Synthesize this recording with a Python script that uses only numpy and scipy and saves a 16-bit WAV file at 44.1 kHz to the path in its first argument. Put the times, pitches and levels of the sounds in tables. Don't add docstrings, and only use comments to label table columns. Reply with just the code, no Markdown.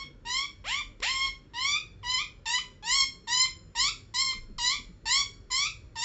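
import sys
import numpy as np
from scipy import signal
from scipy.fft import rfft, irfft, next_fast_len
from scipy.io import wavfile
from scipy.ndimage import uniform_filter1d

SR = 44100
rng = np.random.default_rng(int(sys.argv[2]) if len(sys.argv) > 2 else 0)


def unload_audio(sound):
    columns = np.transpose(np.atleast_2d(sound))
    steps = np.round(np.clip(columns, -1, 1) * 32767)
    wavfile.write(sys.argv[1], SR, steps.astype(np.int16))


N = 266496
EDGE_HZ = 8650


def amp(db):
    return 10 ** (np.asarray(db) / 20)


def unit(x):
    return x / np.sqrt(np.mean(x ** 2) + 1e-20)


def read(points, hz):
    f, value = np.transpose(points)
    return np.interp(np.log(hz + 1), np.log(f), value)


def add(mix, s, sound):
    at = round(s * SR)
    sound = sound[max(0, -at):]
    part = mix[max(0, at):][:len(sound)]
    part += sound[:len(part)]


def colour(x, points):
    size = next_fast_len(len(x) + 2048)
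    gain = amp(read(points, np.fft.rfftfreq(size, 1 / SR)))
    return irfft(rfft(x, size) * gain, size)[:len(x)]


def band_noise(n, hz, width_hz):
    size = next_fast_len(n + 2048)
    bell = np.exp(-.5 * ((np.fft.rfftfreq(size, 1 / SR) - hz) / width_hz) ** 2)
    return unit(irfft(rfft(rng.standard_normal(size)) * bell, size))[:n]


def background(floor_db=-50.5, patchy_db=3.0):
    # hz, level_db
    floor = [(27, -23), (36, 0), (44, 5), (75, -7.5), (97, -1), (125, -9), (200, -13), (330, -15.5),
             (520, -20.5), (720, -33.5), (1400, -31), (3000, -41), (7500, -49), (8500, -56.5)]
    # hz, rms_db
    hum_hz, hum_db = (50, -67)
    # time_s, rms_db
    rumble = [(4.2, -72), (4.35, -43), (4.45, -45.5), (4.6, -45.5), (4.749, -60)]
    z = signal.stft(rng.standard_normal(N), nperseg=4096)[2]
    patches = uniform_filter1d(rng.standard_normal(z.shape), size=5, axis=1)
    patches = unit(uniform_filter1d(patches, size=3, axis=0))
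    drifting = signal.istft(z * amp(patchy_db * patches))[1][:N]
    steady = amp(floor_db) * unit(colour(drifting, floor))
    hum = amp(hum_db) * band_noise(N, hum_hz, 4)
    swell = amp(np.interp(np.arange(N) / SR, *np.transpose(rumble)))
    return steady + hum + swell * band_noise(N, 31, 8.2)


def bumps(thud_db=-6, rise_s=0.0057):
    # start_s, level_db (before the soft rise), mode_hz, t60_s
    knocks = [(4.261, -41, 122, 0.083), (4.347, -42.5, 208, 0.18), (4.485, -39.5, 201, .18),
              (4.785, -45.5, 243, 0.24), (4.889, -40, 178, 0.16)]
    out, t = np.zeros(N), np.arange(SR // 2) / SR
    for s, db, hz, t60 in knocks:
        body = np.sin(2 * np.pi * hz * t) + amp(thud_db) * band_noise(len(t), 200, 160)
        add(out, s, body * amp(db - 60 * t / t60) * (1 - np.exp(-t / rise_s)))
    return out


def room(x, first_s=0.0076, late_db=-25, late_t60=0.51):
    # hz, level_db
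    echo = [(500, -5.5), (1100, -12), (1500, -3.5), (2100, 1.5), (3200, 0), (5000, -2), (7500, -5.5)]
    # hz, t60_s
    decay = [(800, 0.3), (2100, 0.23), (5000, 0.2), (8000, 0.27)]
    step = 16
    at = np.arange(0, SR - step, step)
    taps = np.zeros(SR)
    taps[at + rng.integers(0, step, len(at))] = rng.choice([-1., 1.], len(at))
    taps *= np.arange(SR) / SR > first_s
    hz, t, z = signal.stft(taps, SR, nperseg=256)
    main = amp(-60 * t / read(decay, hz)[:, None])
    late = amp(late_db - 60 * t / late_t60)
    tail = signal.istft(z * (main + late), SR, nperseg=256)[1]
    spectrum, f = rfft(tail), np.fft.rfftfreq(len(tail), 1 / SR)
    spectrum /= np.sqrt(uniform_filter1d(abs(spectrum) ** 2, size=250))
    return signal.fftconvolve(x, irfft(spectrum * amp(read(echo, f))))[:N]


def wires(voice):
    # hz, level_db (against the voice), t60_s
    modes = [(2846, -10, .9), (3068, -11, .7), (3489, -10, .7), (4289, -7, .9), (5142, -11, .7),
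             (5430, -10, .8), (5621, -9, .8), (7100, -6, .8)]
    t = np.arange(SR) / SR
    ring = np.zeros(SR)
    for hz, db, t60 in modes:
        at_resonance = 2 * np.log(1000) / (t60 * SR)
        ring += amp(db - 60 * t / t60) * np.sin(2 * np.pi * hz * t) * at_resonance
    return signal.fftconvolve(voice, ring)[:N]


def false_start(s=1.002, tick_db=-38, tick_s=0.005, grunt_db=-41, grunt_hz=420, grunt_s=0.0088):
    n, t = round(tick_s * SR), np.arange(0, grunt_s, 1 / SR)
    tick = amp(tick_db) * rng.standard_normal(n) * signal.windows.tukey(n, .4)
    grunt = amp(grunt_db) * np.sin(2 * np.pi * grunt_hz * t) * (1 - t / grunt_s)
    out = np.zeros(max(n, len(t)))
    add(out, 0, tick)
    add(out, 0, grunt)
    return s, out


def glide(t, first_hz, crest_hz, last_hz, climb_s, bow, catch_hz, flick_hz, flick_s):
    catch_s = .0035
    flick_ease = 1.3
    climb = 1 - np.clip(1 - t / climb_s, 0, 1) ** bow
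    drift = np.clip((t - climb_s) / max(t[-1] - climb_s, 1 / SR), 0, 1)
    flick = np.sin(np.pi / 2 * np.clip(1 - (t[-1] - t) / flick_s, 0, 1)) ** flick_ease
    path_hz = first_hz + (crest_hz - first_hz) * climb + (last_hz - crest_hz) * drift
    return path_hz + catch_hz * np.exp(-t / catch_s) + flick_hz * flick


def effort(t, level_db, low_db, high_db, top_db, attack_s, opening_s, closing_s, brighten_db, rough):
    attack_db, release_db, release_s = -13.5, -7.5, 0.0084
    low_opening_db, high_opening_db, low_closing_db, high_closing_db = -8.5, -16, -3.5, -17.5
    high_lift_db, high_ends_db = 0.21, 1
    top_drift_db, top_droop_db = -3.5, -4
    catch_rough, catch_rough_s, closing_rough, closing_rough_s = 1, .014, 0.72, 0.015
    left, along = t[-1] - t, t / t[-1] - .5
    ends = (2 * along) ** 2
    opening, closing = np.clip(1 - t / opening_s, 0, 1), np.clip(1 - left / closing_s, 0, 1)
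    level_db = level_db + attack_db * np.exp(-t / attack_s) + release_db * np.exp(-left / release_s)
    low_db = low_db + brighten_db / 2 * along + low_opening_db * opening + low_closing_db * closing
    high_db = high_db + high_lift_db + high_ends_db * ends + brighten_db * along
    high_db = high_db + high_opening_db * opening + high_closing_db * closing
    top_db = top_db + top_drift_db * along + top_droop_db * ends
    rough = rough + catch_rough * np.exp(-t / catch_rough_s) + closing_rough * np.exp(-left / closing_rough_s)
    return level_db, low_db, high_db, top_db, rough


def squawk(row, jitter=0.0042, flutter=0.0033, flutter_hz=312, shimmer=0.06,
           rasp_db=-3, rasp_width_hz=300, fade_s=0.001):
    start, length = row[:2]
    t = np.arange(0, length, 1 / SR)
    pitch = glide(t, *row[2:10])
    level_db, low_db, high_db, top_db, rough = effort(t, *row[10:])
    scoop = np.maximum(np.log2(1000 / pitch), 0)
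    high_db = high_db - 3 * scoop
    rough = np.clip(rough + 0.71 * scoop, .04, .9)
    unsteady_hz = flutter_hz * (1 + .05 * band_noise(len(t), 0, 55))
    beat = np.sqrt(2) * np.sin(2 * np.pi * np.cumsum(unsteady_hz) / SR)
    wander = (0.79 + 2 * rough) * band_noise(len(t), 0, 160)
    phase = 2 * np.pi * np.cumsum(pitch * (1 + jitter * wander + flutter * beat)) / SR
    out = np.zeros(len(t))
    for k in np.arange(1, EDGE_HZ / pitch.min()):
        hz = k * pitch
        overtone = np.clip((hz - 1300) / 500, 0, 1) * (k > 1)
        high = np.clip((hz - 3200) / 1000, 0, 1)
        top = np.clip((hz - 6000) / 800, 0, 1)
        flare_db = 2 * band_noise(SR, 0, 21)[:len(t)]
        above_db = (1 - high) * low_db + high * high_db + top * top_db + flare_db
        gain = amp(level_db + overtone * above_db)
        fray = amp(rasp_db) * np.sqrt(rough / (1 - rough) / 2) * np.minimum(hz / 4800, 1.05) ** 2
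        a, b = (band_noise(len(t), 0, rasp_width_hz) for _ in range(2))
        angle = k * phase + k ** 2 * np.pi / 10
        frayed = (1 + fray * a) * np.cos(angle) + fray * b * np.sin(angle)
        out += gain * frayed / np.sqrt(1 + 2 * fray ** 2)
    edges = np.clip(np.minimum(t - t[0], t[-1] - t) / fade_s, 0, 1)
    return start, out * edges * (1 + shimmer * beat)


def scene(voice_db=0.91):
    # fundamental_db, low_overtones_db and high_overtones_db (above it),
    #  shrill_top_db (above the high ones), attack_s, opening_s, closing_s,
    #  brightening_db (high overtones from start to end; half for the low), base roughness (0-1)
    squawks = [(-0.14, 0.18, 965, 1066, 1105, 0.092, 1.2, 2, 3, 0.02, -44.5, 5.4, 5.7, -2, 0.005, 0.067, 0.056, 6.5, 0.23),
               (0.25, 0.21, 907, 1132, 1147, 0.191, 1.2, 33, -6.5, 0.028, -38.5, 5.7, 6.9, -2, 0.0073, 0.071, 0.076, 1, 0.18),
               (0.641, 0.18, 441.5, 1197, 1160, 0.21, 3, 35, -200.0, 0.015, -38.5, 6.9, 0.4, 0, 0.014, 0.052, 0.026, -3, 0.23),
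               (1.02, 0.27, 413, 1067, 1086, 0.13, 3.3, 74.5, -35, 0.014, -37.5, 6.6, 2.6, -0.4, 0.0043, 0.0089, 0.014, -2.0, 0.33),
               (1.535, 0.25, 895, 1160, 1170, 0.17, 1.2, 87, 106.5, 0.043, -37, 8.5, 8.6, -5.5, 0.015, 0.14, 0.048, 4.5, 0.15),
               (2.029, 0.2, 945.0, 1016, 1030, 0.09, 0.96, 345, 214.5, 0.054, -37.5, 7.8, 8.3, -5, 0.011, 0.083, 0.069, 5.5, 0.08),
               (2.456, 0.14, 859, 994, 1025, 0.096, 1.22, 227.5, 248, 0.016, -35.5, 6.6, 9.5, 1.5, 0.003, 0.1, 0.033, -8.0, 0.077),
               (2.825, 0.22, 823, 1106.0, 1053, 0.14, 1.1, 2, 36.5, 0.02, -35.5, 7.1, 9.5, 2, 0.024, 0.086, 0.028, 7.5, 0.11),
               (3.271, 0.19, 874, 996, 1047, 0.07, 1.3, 260.5, 190.0, 0.0048, -35.5, 5.4, 10.3, 0.5, 0.0051, 0.065, 0.023, 2.5, 0.044),
               (3.75, 0.15, 877, 1114, 1210, 0.097, 1.02, 252, 148, 0.025, -35.5, 5.7, 9.9, -1.8, 0.0039, 0.048, 0.02, 0.5, 0.14),
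               (4.139, 0.2, 938, 1075, 1043, 0.076, 1.17, 130.0, 176, 0.0095, -38.5, 4.2, 8.65, -1.1, 0.0017, 0.022, 0.02, -10.5, 0.2),
               (4.581, 0.18, 926, 999, 1021, 0.101, 1.2, 702, 150.0, 0.078, -37, 8.4, 14.1, 1, 0.0023, 0.094, 0.099, -1, 0.22),
               (5.055, 0.18, 846.0, 1133.0, 1122, 0.14, 1.42, 171.5, -34.5, 0.019, -35.7, 6.4, 10.1, 1.7, 0.0018, 0.061, 0.023, -3, 0.1),
               (5.501, 0.18, 976, 1134, 1209, 0.11, 0.86, 200.5, 117.5, 0.035, -38, 6.7, 12.1, -1, 0.0052, 0.017, 0.093, 13.0, 0.26),
               (5.955, 0.12, 896, 917, 878, 0.04, 0.81, 232.5, 211.5, 0.065, -37, 7.3, 17.7, -0.5, 0.0039, 0.21, 0.01, 17, 0.25)]
    # hz, gain_db
    throat = [(480, -2), (650, -8), (850, -1.5), (1050, 1.5), (1300, 0), (1550, -8), (2000, -3.5),
              (2350, -2.5), (2700, -6), (3200, -2), (3700, -5), (4200, -2), (4750, -6.5), (5400, -2),
              (6300, -16), (7250, -2.5), (7650, -8), (7950, -24)]
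    voice = np.zeros(N)
    for row in squawks:
        add(voice, *squawk(row))
    add(voice, *false_start())
    voice = amp(voice_db) * colour(voice, throat)
    return (voice + room(voice) + wires(voice) + bumps() + background())[None]


def record(dry):
    # hz, gain_db
    microphone = [(7500, -1), (8000, -12.5), (8400, -19), (8700, -23.5)]
    heard = colour(dry[0], microphone)[None]
    lowpass = signal.firwin(301, EDGE_HZ, window=("kaiser", 8), fs=SR)[None]
    return signal.oaconvolve(heard, lowpass, "same")


dry = scene()
out = record(dry)
unload_audio(out)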